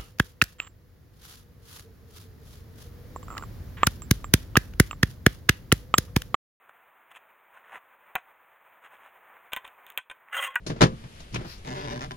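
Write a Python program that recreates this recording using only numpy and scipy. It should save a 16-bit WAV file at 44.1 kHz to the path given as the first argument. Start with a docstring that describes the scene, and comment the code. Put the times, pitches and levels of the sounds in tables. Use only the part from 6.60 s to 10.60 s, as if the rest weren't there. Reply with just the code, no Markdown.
"""A gloved hand rustles over work clothes, close to the microphone, and something snaps at the belt.
The hand then grips a pruning saw in its plastic sheath: the catch clicks, the toothed blade scrapes
out and rings, and the empty sheath knocks on its wooden post. The place is a quiet shed, and the
microphone sits inside a small camera's closed case, which hollows out the treble."""
import sys
import numpy as np
from scipy import signal
from scipy.fft import rfft, irfft
from scipy.io import wavfile
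from scipy.ndimage import uniform_filter1d

SR = 44100
rng = np.random.default_rng(int(sys.argv[2]) if len(sys.argv) > 2 else 0)


def pcm_store(signal):
    """Save signal as 16-bit PCM."""
    levels = np.round(np.clip(np.atleast_2d(signal), -1, 1) * 32767)
    wavfile.write(sys.argv[1], SR, levels.astype(np.int16).T)


N = 176400
RING_SIZE = 8192  # samples in an impulse response


def blade_scrape():
    """Teeth catch unevenly on the sheath and shake the blade, which rings on once it is free."""
    # course of the stroke (time [s], relative body level [dB], relative hiss level [dB])
    stroke = [(3.712, -62, -94), (3.722, -50, -76), (3.73, -29.5, -58), (3.737, -39.5, -59),
              (3.750, -28.5, -53.5), (3.758, -43, -55), (3.769, -33.5, -48.5), (3.782, -37.5, -51),
              (3.789, -33, -54), (3.799, -32, -59), (3.804, -53, -53), (3.817, -39.5, -52),
              (3.826, -33.5, -50.5), (3.843, -33.5, -48), (3.861, -40, -55), (3.875, -37, -52.5),
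              (3.887, -53, -71), (3.95, -53.5, -96)]
    # spectrum of the rasp (frequency [Hz], gain [dB])
    rasp_spectrum = [(30, 3), (300, -14), (600, -3.5), (1500, 7.5), (3500, 4.5), (4500, -15), (6000, -23),
                     (16000, -45)]
    # spectrum of the hiss (frequency [Hz], gain [dB])
    hiss_spectrum = [(30, -20), (3000, -1.5), (4600, -1), (6300, 5), (7400, 2), (8200, 5.5), (9400, 4),
                     (10500, -9), (12500, -1), (16000, -7)]
    # modes of the freed blade (frequency [Hz], relative level [dB], t60 [s])
    free_modes = [(511, -7.5, .25), (1035, -2.5, 0.099), (1970, -16, 0.12), (3276, -2, 0.13),
                  (3380, -16, 0.12)]
    teeth_per_s, tooth_scatter_db, grit_s = 480, 5, 0.0052
    t = seconds()
    times, body_db, hiss_db = np.array(stroke).T
    sliding = (t > times[0]) & (t < times[-1])
    gap, strength = rng.standard_normal((400, 2)).T
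    tooth_times = times[0] + np.cumsum(np.exp(0.3 * gap)) / teeth_per_s
    teeth = pulses(tooth_times, tooth_scatter_db * np.clip(strength, -2, 2))
    drag = (teeth / teeth[sliding].std() + noise()) * sliding  # teeth plus friction
    drag /= drag[sliding].std()
    force = drag * amp(np.interp(t, times, body_db))
    blade = sheathed_blade(force)
    impulse = pulses([0], [0])
    rasp = convolve(force, unit_energy(colour(impulse, rasp_spectrum)))
    grit = unit(uniform_filter1d(drag ** 2, int(grit_s * SR))[sliding]) ** .5
    hiss = np.zeros(N)
    hiss[sliding] = grit * noise()[sliding] * amp(np.interp(t[sliding], times, hiss_db) + 20.5)
    hiss = convolve(hiss, unit_energy(colour(impulse, hiss_spectrum)))
    free_ring = convolve(pulses(times=[3.874], db=[-9.5]), ring(free_modes))
    return amp(-10.5) * blade + amp(-4.5) * rasp + hiss + free_ring


def sheathed_blade(force):
    """The moving contact feeds the blade's modes unevenly; each swells as its antinode is passed."""
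    # modes damped by the sheath (frequency [Hz], relative level [dB], t60 [s], antinode time [s])
    modes = [(548, 1, 0.07, 3.785), (794, -16, 0.08, 3.787), (1080, -2.5, 0.11, 3.872),
             (1427, -1.5, 0.033, 3.77), (1570, -1, 0.037, 3.794), (1830, -6, 0.083, 3.742),
             (2000, -3, .05, 3.75), (2052, 3.5, 0.046, 3.852), (2490, -1, 0.031, 3.825),
             (2768, 0.5, 0.037, 3.837), (3188, 1.5, 0.019, 3.785)]
    swell_s = 0.0099
    t, blade = seconds(), 0
    for k, (hz, db, t60, antinode) in enumerate(modes):
        swell_db = 11 / (1 + ((t - antinode) / swell_s) ** 2)
        sway_db = 5 * np.tanh(walk(per_s=56))
        blade += (-1) ** k * convolve(force * amp(db + swell_db + sway_db), ring([(hz, 0, t60)]))
    return blade


def catch_clicks():
    """The saw clicks against the catch and the sheath, and the plastic rings."""
    # contacts (time [s], ring [dB], tick [dB], thud [dB])
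    clicks = [(2.9200, -16, -36, -35), (2.9273, -14, -31, -33), (2.9335, -9, 4.5, -4.5),
              (2.9472, -23.5, -38, -49), (2.9640, -7.5, -2, -30), (2.9700, -8, -34, -62),
              (2.9722, -40, -13, -42), (3.0452, -21.5, -42, -22), (3.0502, -16.5, -39, -64),
              (3.063, -29, -42, -40), (3.077, -20, -23, -45), (3.266, -25, -18, -52),
              (3.302, -29, -13, -35), (3.322, -47, -24, -50), (3.3755, -4.5, 2, -17),
              (3.3768, -12.5, 2.5, -26), (3.3838, -11.5, -15, -47), (3.398, -38, -38, -45),
              (3.4985, -12, -38, -38), (3.5118, -15, -36, -22), (3.905, -21, -40, -37),
              (3.943, -25.5, -50, -52)]
    # modes of the sheath with the saw in it (frequency [Hz], relative level [dB], t60 [s])
    modes = [(553, -2, .08), (846, -9, 0.072), (1025, 1, 0.066), (1530, -1, 0.064), (1770, -10.5, 0.055),
             (1897, -2.5, 0.068), (2280, -5, 0.024), (2480, -2, 0.055), (2560, -12, 0.051),
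             (2775, -11, 0.05), (3152, 3, 0.06), (3590, 7.5, 0.017), (3720, -7.5, 0.021)]
    return hits(clicks, modes, wash_db=-0.52, wash_t60=0.04)


def post_knock():
    """The empty sheath knocks on its wooden post."""
    # contacts (time [s], ring [dB], tick [dB], thud [dB])
    knocks = [(3.9564, -2, 0, -41), (3.9585, 2, -37, -44)]
    # modes of the knock (frequency [Hz], relative level [dB], t60 [s])
    modes = [(583, -40, 0.068), (936, 0.5, 0.068), (1186, 0, .025), (1468, 4, 0.064), (1586, 8, 0.026),
             (1907, -0.5, 0.062), (2440, -5, 0.06), (2627, 3, 0.021), (2860, -5, 0.017)]
    return hits(knocks, modes, wash_db=-10, wash_t60=0.052)


def belt_snap():
    """A snap at the belt bounces, with a brief hollow ring."""
    # contacts (time [s], ring [dB], tick [dB], thud [dB])
    snaps = [(1.5529, -9, -40, -12), (1.5545, -5.5, 3.5, -2), (1.5597, -0.5, -26, -49),
             (1.5662, -16, -31, -10.5), (1.5805, -21, -46, -40), (1.5852, -25, -42, -29)]
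    # resonances heard with it, likely the camera's case (frequency [Hz], relative level [dB], t60 [s])
    modes = [(445, -12, 0.11), (617, -8, 0.031), (723, 6, 0.038), (930, 1, 0.016), (1060, -10.5, .04),
             (1380, -0.5, 0.018), (1590, 10.5, 0.0051), (2015, 2, 0.026), (2400, 5, 0.024),
             (2590, 0.5, 0.013), (2880, -2, .03), (3200, -2, 0.014)]
    return hits(snaps, modes, wash_db=-6, wash_t60=0.023)


def glove_rustle():
    """The glove rubs over cloth in grainy swells, close to the microphone."""
    # rubs (peak time [s], rise [s], fall [s], level [dB], relative treble [dB])
    rubs = [(.094, 0.0036, 0.006, -49.5, -11.5), (0.518, 0.0088, 0.0057, -49, -4.5),
            (.572, .022, 0.0075, -51.5, 0), (.944, 0.0031, 0.0052, -61.5, -1.5),
            (.972, 0.03, 0.027, -55, -11), (1.12, 0.1, .02, -55, -13.5), (1.161, .03, .018, -40, -11.5),
            (2.259, .03, 0.016, -51, -8.5), (2.344, 0.033, 0.03, -55.5, -8),
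            (2.452, 0.041, 0.038, -52, -11.5), (2.74, 0.11, 0.084, -57.5, -36),
            (3.068, 0.0086, 0.017, -58, -1), (3.295, 0.025, 0.028, -58, 0.5), (3.7, 0.066, 0.099, -58, -22)]
    # body of the rustle (frequency [Hz], gain [dB])
    body_spectrum = [(30, -7.5), (300, 0.5), (750, 1), (1800, -1.5), (3000, -16.5), (6000, -37),
                     (16000, -30)]
    # treble of the rustle (frequency [Hz], gain [dB])
    treble_spectrum = [(30, 5), (1000, -35), (2600, 3.5), (6500, 0), (12000, -4.5), (16000, -21.5)]
    t, body_level, treble_level = seconds(), 0, 0
    for peak, rise, fall, db, treble_db in rubs:
        swell = amp(db) * np.exp(-((t - peak) / np.where(t < peak, rise, fall)) ** 2)
        body_level += swell
        treble_level += swell * amp(treble_db + 6)
    grain = np.exp(0.37 * walk(per_s=700))
    body = unit(colour(noise() * grain, body_spectrum))
    treble = unit(colour(noise() * grain, treble_spectrum))
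    return body_level * body + treble_level * treble


def shed_reflections(near):
    """The shed answers 3 ms after the direct sound and dies away quickly."""
    tail = unit_energy(noise() * fade(t60=0.14) * (seconds() > 0.003))
    return convolve(near, colour(tail, [(100, -22.5), (1000, 2.5), (8000, 2), (14000, -23)]))


def background():
    """A soft noise floor that flickers slightly and dips briefly after the catch's loudest click."""
    # noise floor (frequency [Hz], gain [dB])
    spectrum = [(30, -0.5), (200, 5), (500, 8), (1000, 3.5), (2000, -2), (3000, -9), (7000, -14),
                (12000, -11), (15000, -7)]
    # its course (time [s], level [dB])
    levels = [(0, -56.5), (1.5, -56), (1.7, -57), (2.4, -55.5), (2.85, -54), (3.37, -53), (3.43, -66.5),
              (3.49, -64), (3.53, -57.5), (4, -59)]
    floor = unit(colour(noise(), spectrum))
    flicker_db = -1.3 * walk(per_s=36)
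    return floor * amp(np.interp(seconds(), *np.array(levels).T) + flicker_db)


def hits(contacts, modes, wash_db, wash_t60):
    """Each contact gives a tick, a thud and a dense wash of ringing, and favours different modes."""
    # dense ring under the modes (frequency [Hz], gain [dB])
    wash_spectrum = [(30, 16.5), (300, 4), (1500, 0), (3700, -2), (6000, -3.5), (8700, -1.5),
                     (12000, -10.5), (15000, -35)]
    # sharp tick (frequency [Hz], gain [dB])
    tick_spectrum = [(30, -18), (1500, -14), (3200, 1.5), (7000, -3), (11000, -10), (13500, 0),
                     (16000, -1.5)]
    detune, scatter_db, tick_t60, thud_s = 0.0071, 3, 0.0026, 0.00049
    track, t = np.zeros(N + RING_SIZE), np.arange(RING_SIZE) / SR
    thud = unit_energy(t * np.exp(-np.minimum(2 * t / thud_s, 100)))
    for when, ring_db, tick_db, thud_db in contacts:
        chance = rng.standard_normal((len(modes), 2))
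        tone = ring([(hz * (1 + detune * a), db + scatter_db * b, t60)
                     for (hz, db, t60), (a, b) in zip(modes, chance)])
        body = tone + amp(wash_db) * burst(wash_t60, wash_spectrum)
        tick = burst(tick_t60, tick_spectrum)
        start = int(when * SR)
        track[start:start + RING_SIZE] += amp(ring_db) * body + amp(tick_db) * tick + amp(thud_db) * thud
    return track[:N]


def ring(modes):
    """Decaying modes that set in unevenly as the blow spreads through the object."""
    t, response = np.arange(RING_SIZE) / SR, 0
    lags_s = 0.001572 * rng.random(len(modes))
    for (hz, db, t60), lag in zip(modes, lags_s):
        tone = np.sin(2 * np.pi * hz * np.maximum(t - lag, 0))
        response += amp(db) * unit_energy(tone * fade(t60, RING_SIZE))
    return unit_energy(response)


def burst(t60, spectrum):
    """Short decaying coloured noise of energy 1."""
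    return unit_energy(colour(rng.standard_normal(RING_SIZE) * fade(t60, RING_SIZE), spectrum))


def colour(x, spectrum):
    """Minimum-phase filter through (frequency [Hz], gain [dB]) points."""
    size = 4096
    hz, db = np.array(sorted(spectrum)).T
    bins_hz = np.arange(size // 2 + 1) * SR / size
    gain = amp(np.interp(np.log(bins_hz + 1), np.log(hz), db))
    cepstrum = irfft(np.log(gain))
    cepstrum[1:size // 2] *= 2
    cepstrum[size // 2 + 1:] = 0
    return convolve(x, irfft(np.exp(rfft(cepstrum))))


def convolve(x, response):
    """Play x through an impulse response."""
    return signal.oaconvolve(x, response[:RING_SIZE])[:len(x)]


def pulses(times, db):
    """One impulse per event."""
    return np.bincount(np.clip(np.asarray(times) * SR, 0, N).astype(int), amp(db), N + 1)[:N]


def walk(per_s):
    """Smooth random wander of rms 1."""
    width = int(SR / per_s)
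    return unit(uniform_filter1d(uniform_filter1d(noise(), width), width))


def fade(t60, size=N):
    """Exponential decay, 60 dB in t60 seconds."""
    return np.exp(-np.log(1000) * np.minimum(np.arange(size) / SR / t60, 10))


def noise():
    """White noise."""
    return rng.standard_normal(N)


def seconds():
    """The time axis."""
    return np.arange(N) / SR


def amp(db):
    """Decibels to gain."""
    return 10 ** (np.asarray(db) / 20)


def unit(x):
    """Scale to rms 1."""
    return x / np.sqrt(np.mean(x ** 2))


def unit_energy(x):
    """Scale to energy 1."""
    return x / np.sqrt(np.sum(x ** 2))


def scene():
    """Close, centred handling in a faint short room; a faint left-right hiss gives a little width."""
    # tilt of the faint stereo hiss (frequency [Hz], gain [dB])
    side_spectrum = [(30, 0), (300, 1), (1000, -5), (3000, 0.5), (8000, 9), (15000, 12)]
    near = glove_rustle() + belt_snap() + catch_clicks() + blade_scrape() + post_knock()
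    mid = near + amp(-18.5) * shed_reflections(near) + background()
    side = amp(-20.5) * colour(background(), side_spectrum)
    return np.array([mid + side, mid - side])


def record(dry):
    """Microphone in a closed case: peaks are rounded, the treble is hollowed and the top is cut."""
    # response of the camera case (frequency [Hz], gain [dB])
    case_response = [(30, -22), (300, -17.5), (600, -6.5), (1000, 2), (2500, 2.5), (3450, -5.5),
                     (4000, -17.5), (4550, -43.5), (5300, -27), (5700, -34), (6350, -17), (7000, -13),
                     (7700, -19.5), (8700, -9), (10800, -17.5), (13000, -15), (14200, -4), (15600, -7)]
    ceiling, top_hz = 1.1, 16050
    rounded = ceiling * np.tanh(dry / ceiling)
    cased = np.array([colour(channel, case_response) for channel in rounded])
    return signal.sosfilt(signal.ellip(8, .2, 80, top_hz, fs=SR, output="sos"), cased)


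dry = scene()
out = record(dry)
pcm_store(out)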